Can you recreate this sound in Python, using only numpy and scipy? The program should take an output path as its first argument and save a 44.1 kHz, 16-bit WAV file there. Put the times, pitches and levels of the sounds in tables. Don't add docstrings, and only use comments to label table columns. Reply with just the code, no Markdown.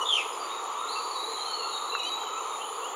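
import sys
import numpy as np
from scipy import signal
from scipy.fft import rfft, irfft
from scipy.io import wavfile
from scipy.ndimage import uniform_filter1d

SR = 44100
rng = np.random.default_rng(int(sys.argv[2]) if len(sys.argv) > 2 else 0)


def natural_amplitude(level_db):
    exponent = np.asarray(level_db, float) / 20
    return 10 ** exponent


def output_pcm(signal):
    pcm = np.clip(np.atleast_2d(signal).T, -1, 1) * 32767
    wavfile.write(sys.argv[1], SR, np.round(pcm).astype(np.int16))


N = 130095
TIME_S = np.arange(N) / SR
BIN_HZ = np.fft.rfftfreq(N, 1 / SR)


def table(rows, hz):
    rows = np.array(rows, float)
    return np.interp(np.log(hz + 1), np.log(rows[:, 0]), rows[:, 1])


def colour_gain(colour, rolloff_db):
    octaves_above = np.maximum(np.log2((BIN_HZ + 1) / colour[-1][0]), 0)
    return natural_amplitude(table(colour, BIN_HZ) - rolloff_db * octaves_above)


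def level(x, db):
    return x * natural_amplitude(db) / np.sqrt(np.mean(x ** 2))


def walk(rate_hz):
    k = int(SR / rate_hz)
    held = np.repeat(rng.standard_normal(N // k + 1), k)
    return 1.3 * uniform_filter1d(uniform_filter1d(held, k), k)[:N]


def high_pass(x, order, hz):
    return signal.sosfilt(signal.butter(order, hz, "high", fs=SR, output="sos"), x)


def spread(mid, other):
    # (frequency [Hz], side minus mid [dB])
    side_db = [(60, -14), (150, -6), (300, -14.5), (1000, -26), (3000, -12.5), (6500, -16.5), (10000, -5.5),
               (12500, -14)]
    side = irfft(rfft(other) * natural_amplitude(table(side_db, BIN_HZ)), N)
    return np.array([mid + side, mid - side])


def wash(colour, swell_db, flicker_db):
    out = 0
    pair = rfft(rng.standard_normal((2, N))) * colour_gain(colour, 60)
    place = 3 * np.log2(BIN_HZ / 200 + 1)
    for k in range(20):
        share = np.cos(np.pi / 2 * np.clip(place - k, -1, 1)) ** 2
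        out = out + irfft(pair * share, N) * natural_amplitude(swell_db * walk(2.56) + flicker_db * walk(11))
    return spread(*out)


def voice(phase, octave_db, third_db):
    overtones = natural_amplitude(octave_db) * np.sin(2 * phase) + natural_amplitude(third_db) * np.sin(3 * phase)
    return np.sqrt(2) * (np.sin(phase) + overtones)


def whistle(hz, gain, octave_db, third_db, waver):
    phase = 2 * np.pi * np.cumsum(hz * (1 + waver * walk(60))) / SR
    return gain * voice(phase, octave_db, third_db)


def phrase(rows):
    s, hz, db = np.array(rows, float).T
    pitch_hz = uniform_filter1d(np.interp(TIME_S, s, hz), size=400)
    return pitch_hz, natural_amplitude(np.interp(TIME_S, s, db, -140, -140))


def notes(rows, edge, octave_db, third_db):
    out = np.zeros(N)
    for s, length_s, a_hz, b_hz, db in rows:
        u = np.clip((TIME_S - s) / length_s, 0, 1)
        on = (u > 0) & (u < 1)
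        u = u[on]
        fade = np.sin(np.pi / 2 * np.clip(np.minimum(u, 1 - u) / edge, 0, 1)) ** 2
        glide_hz = a_hz + (b_hz - a_hz) * u * u * (3 - 2 * u)
        phase = 2 * np.pi * np.cumsum(glide_hz) / SR
        out[on] += natural_amplitude(db) * fade * voice(phase, octave_db, third_db)
    return out


def forest(x, direct_db, wet_db, t60_s):
    t = np.arange(SR) / SR
    decay = np.exp(-np.log(1000) * t / t60_s) * np.minimum(t / .004, 1)
    tail = rng.standard_normal((2, SR)) * decay
    side_db = -24
    tail *= natural_amplitude(np.array([[0], [side_db]]) + wet_db) / np.sqrt(np.sum(tail[0] ** 2))
    mid, side = signal.fftconvolve(x[None], tail, axes=1)[:, :N]
    return np.array([mid + side, mid - side]) + x * natural_amplitude(direct_db)


def drone():
    # (frequency [Hz], level [dB per Hz])
    drone_colour = [(60, -35), (200, -30), (330, -11), (450, -3), (620, -11), (850, -0.5), (1270, 2.5),
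                    (1550, -20)]
    return level(wash(drone_colour, 0.21, 1.76), -35.5)


def air_hiss():
    # (frequency [Hz], level [dB per Hz])
    hiss_colour = [(1000, -16), (1700, 4.5), (3000, 5), (4400, 1.5), (4950, -7), (8200, -14.5),
                   (11500, -12.5), (15500, -14)]
    return high_pass(level(wash(hiss_colour, 1.2, 1.5), -47), 2, 800)


def insects(hz, width_hz, pulse_hz, depth, db, patchy_db):
    throb_phase = 2 * np.pi * np.cumsum(pulse_hz * (1 + 0.019 * walk(2.93))) / SR
    throb = 1 + depth * np.sin(throb_phase)
    resonance = 1 / (1 + ((BIN_HZ - hz) / width_hz) ** 4)
    pair = irfft(rfft(rng.standard_normal((2, N))) * resonance, N)
    return level(spread(*(pair * throb * natural_amplitude(patchy_db * walk(10.28)))), db)


def near_notes():
    # (start [s], length [s], from [Hz], to [Hz], level [dB])
    near_rows = [
        (.008, 0.032, 2975, 2920, -31),
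        (1.985, 0.028, 2950, 2820, -40),
        (2.025, 0.036, 2880, 2934, -37.5),
        (2.055, 0.044, 3050, 3120, -36.5),
    ]
    return forest(notes(near_rows, 0.28, -14.5, -18.5), -0.34, -10, .35)


def dove_hoots():
    # (start [s], length [s], from [Hz], to [Hz], level [dB])
    hoot_rows = [
        (.03, 0.054, 1220, 1437, -49),
        (.17, 0.07, 1277, 1233, -41),
        (.43, 0.095, 1165, 1095, -41),
        (.79, 0.071, 1280, 1400, -37),
        (.89, 0.15, 1280, 1260, -37.5),
        (1.26, 0.069, 474, 432, -37.5),
        (1.58, 0.104, 1306, 1380, -40.5),
        (2.32, .1, 1300, 1343, -38.5),
        (2.52, 0.072, 1204, 1240, -36.5),
    ]
    return forest(notes(hoot_rows, 0.19, -52, -47), -4.0, -3.5, 0.33)


def slur():
    # (time [s], pitch [Hz], level [dB])
    slur_rows = [
        (.046, 3560, -51),
        (.056, 3640, -35.5),
        (.085, 3520, -27.5),
        (.12, 3300, -27),
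        (.142, 3123, -25),
        (.162, 2890, -33),
        (.178, 2682, -25.5),
        (.203, 2600, -33),
        (.218, 1970, -41.5),
    ]
    rattle = np.sin(2 * np.pi * np.cumsum(280 * (1 + 0.201 * walk(60.1))) / SR)
    tone = whistle(*phrase(slur_rows), -22, -34, .015)
    return tone * (1 + .36 * rattle) * (.85 + .45 * walk(700))


def spray():
    # (frequency [Hz], level [dB per Hz])
    breath_colour = [(1500, -28), (2100, -5), (4000, -1), (5800, -2), (7400, -3), (8000, -15), (8900, 4),
                     (10500, -19)]
    peak_s, width_s = .158, 0.033
    noise = irfft(rfft(rng.standard_normal(N)) * colour_gain(breath_colour, 40), N)
    return level(noise, -46) * np.exp(-.5 * ((TIME_S - peak_s) / width_s) ** 2)


def harsh_call():
    call = slur() + spray()
    return forest(call, -1.4, -0.5, 0.13) + forest(call * walk(600), -40, -9, 0.86)


def far_birds():
    # (start [s], length [s], from [Hz], to [Hz], level [dB])
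    far_rows = [(.3, 0.093, 5030, 5000, -53), (.38, 0.074, 4700, 4580, -50),
                (.485, 0.053, 3646, 3830, -44.5), (.52, 0.1, 3860, 3740, -49),
                (1.36, 0.089, 3250, 3150, -49), (1.43, 0.153, 3150, 3006, -46.5),
                (1.56, .12, 2940, 2670, -45), (1.7, .1, 2830, 2735, -56), (1.96, 0.1, 2613, 2480, -44.5),
                (2.12, 0.091, 2470, 2890, -51), (2.17, 0.051, 3050, 3160, -51),
                (2.2, 0.052, 3220, 3127, -43.5), (2.24, 0.043, 3120, 2980, -45),
                (2.17, 0.031, 4610, 4630, -56), (2.42, 0.05, 4450, 4250, -56),
                (2.73, 0.055, 4544, 4610, -54), (2.6, 0.06, 3126, 2986, -45)]
    return forest(notes(far_rows, .35, -38, -50) * (1.0 + 0.79 * walk(260)), -1.5, -2.5, 0.85)


def pure_notes():
    # (start [s], length [s], from [Hz], to [Hz], level [dB])
    pure_rows = [
        (.718, 0.024, 4750, 4680, -56),
        (.952, 0.042, 2670, 2720, -40),
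        (1.918, .022, 2694, 2830, -41),
        (1.932, 0.04, 2822, 2625, -36.5),
        (2.05, 0.054, 4540, 4630, -45),
        (2.49, 0.088, 3720, 3720, -50),
    ]
    return forest(notes(pure_rows, 0.19, -27, -40) * (1 + .3 * walk(150)), -2.2, -5, 0.28)


def songster():
    # (time [s], pitch [Hz], level
    # [dB])
    phrase_rows = [
        (.755, 3316, -50),
        (.772, 3600, -43.5),
        (.795, 3785, -43.5),
        (.85, 3700, -51),
        (.862, 3580, -59),
        (.872, 3745, -39),
        (.9, 4290, -41),
        (.93, 4550, -41),
        (.97, 4616, -44.5),
                   (1.0, 4577, -51), (1.1, 4580, -45), (1.165, 3896, -38.5), (1.188, 3813, -37.5),
                 (1.2, 3850, -42), (1.285, 4200, -49), (1.3, 4190, -43), (1.37, 3850, -39.5),
                 (1.41, 4100, -41.5), (1.46, 4210, -41.5), (1.501, 4366, -36), (1.649, 4342, -47),
                 (1.749, 3770, -35.5), (1.84, 3780, -51.5), (1.9, 4010, -31.5), (1.96, 3910, -41),
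                 (2.141, 3882, -38.5), (2.21, 3900, -76)]
    song = whistle(*phrase(phrase_rows), -30, -34, 0.00378)
    bead_hz, bead_depth = 27, .4
    beads = 1 + bead_depth * np.sin(2 * np.pi * bead_hz * TIME_S)
    flutter = (1 + .5 * walk(130)) * beads
    return forest(song * flutter, -5, -2.5, .3) + forest(song * (.7 + .9 * walk(350)), -40, -1, 1.25)


def taps():
    # (time [s], level [dB], pitch [Hz])
    tap_rows = [
        (1.951, -12.5, 1280),
        (1.5, -32, 740),
        (2.235, -25, 1350),
    ]
    out, t60_s, attack_s = np.zeros(N), 0.011, 0.00046
    for s, db, hz in tap_rows:
        u = np.maximum(TIME_S - s, 0)
        ring = np.sin(2 * np.pi * hz * u) * np.exp(-np.log(1000) * u / t60_s)
        out += natural_amplitude(db) * ring * np.minimum(u / attack_s, 1)
    return forest(out, 0, -10, .1)


def rises():
    # (start [s], length [s], from [Hz], to [Hz], level [dB])
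    rise_rows = [
        (2.335, .15, 2450, 3150, -47),
        (2.585, .12, 2620, 3350, -44),
        (2.8, .16, 2640, 3520, -43),
    ]
    # (share of length [0-1], share of rise [0-1], level [dB])
    rise_shape = [(0, 0, -14), (.15, .04, -5), (.32, .24, 2), (.48, .62, -7), (.65, .93, -11), (1, 1, -14)]
    u, up, shape_db = np.array(rise_shape).T
    out = np.zeros(N)
    for s, length_s, a_hz, b_hz, db in rise_rows:
        rows = np.c_[s + u * length_s, a_hz + up * (b_hz - a_hz), db + shape_db]
        out += whistle(*phrase(rows), -39, -50, 0.00289)
    return forest(out, 0, -8, .4)


def scene():
    cicadas = insects(6914, 297, 80, .3, -47.5, 1.0) + insects(6650, 510, 74, 0.24, -55.5, 2.4)
    crickets = insects(9876, 740, 133, 0.027, -52, 2.1)
    birds = near_notes() + dove_hoots() + harsh_call() + far_birds() + pure_notes() + songster()
    echoing = high_pass(birds + taps() + rises(), 2, 320)
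    return drone() + air_hiss() + cicadas + crickets + echoing


def dropouts(x):
    # (from [Hz], to [Hz], share of time [0-1], changes [per s])
    weak_bands = [(4800, 5080, .55, 25), (5330, 5450, .12, 14), (5450, 5800, .08, 22), (7350, 7800, .2, 14),
                  (7800, 8250, .45, 11), (8250, 8600, .4, 11), (9000, 9600, .16, 30),
                  (9600, 10600, .12, 40), (10900, 11250, .3, 11), (15400, 15700, .55, 20),
                  (15150, 15400, .15, 20)]
    # first [Hz], end [Hz], step [Hz], width [Hz], share of time [0-1], changes [per s]
    streaks = (11350, 15000, 330, 130, .25, 16)
    first_hz, end_hz, step_hz, width_hz, thin_share, thin_rate = streaks
    thin = [(hz, hz + width_hz, thin_share, thin_rate) for hz in range(first_hz, end_hz, step_hz)]
    spectrum = rfft(x)
    for lo_hz, hi_hz, share, rate_hz in [*weak_bands, *thin]:
        k = int(SR / rate_hz)
        held = np.repeat(rng.random(N // k + 1) < share, k)[:N]
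        off = uniform_filter1d(1. * held, size=500)
        x = x - off * irfft(spectrum * ((BIN_HZ >= lo_hz) & (BIN_HZ < hi_hz)), N)
    return x


def low_pass(x):
    return signal.sosfilt(signal.butter(12, 15610, fs=SR, output="sos"), x)


def record(dry):
    mix = dropouts(high_pass(dry, 3, 130))
    return low_pass(mix)


dry = scene()
out = record(dry)
output_pcm(out)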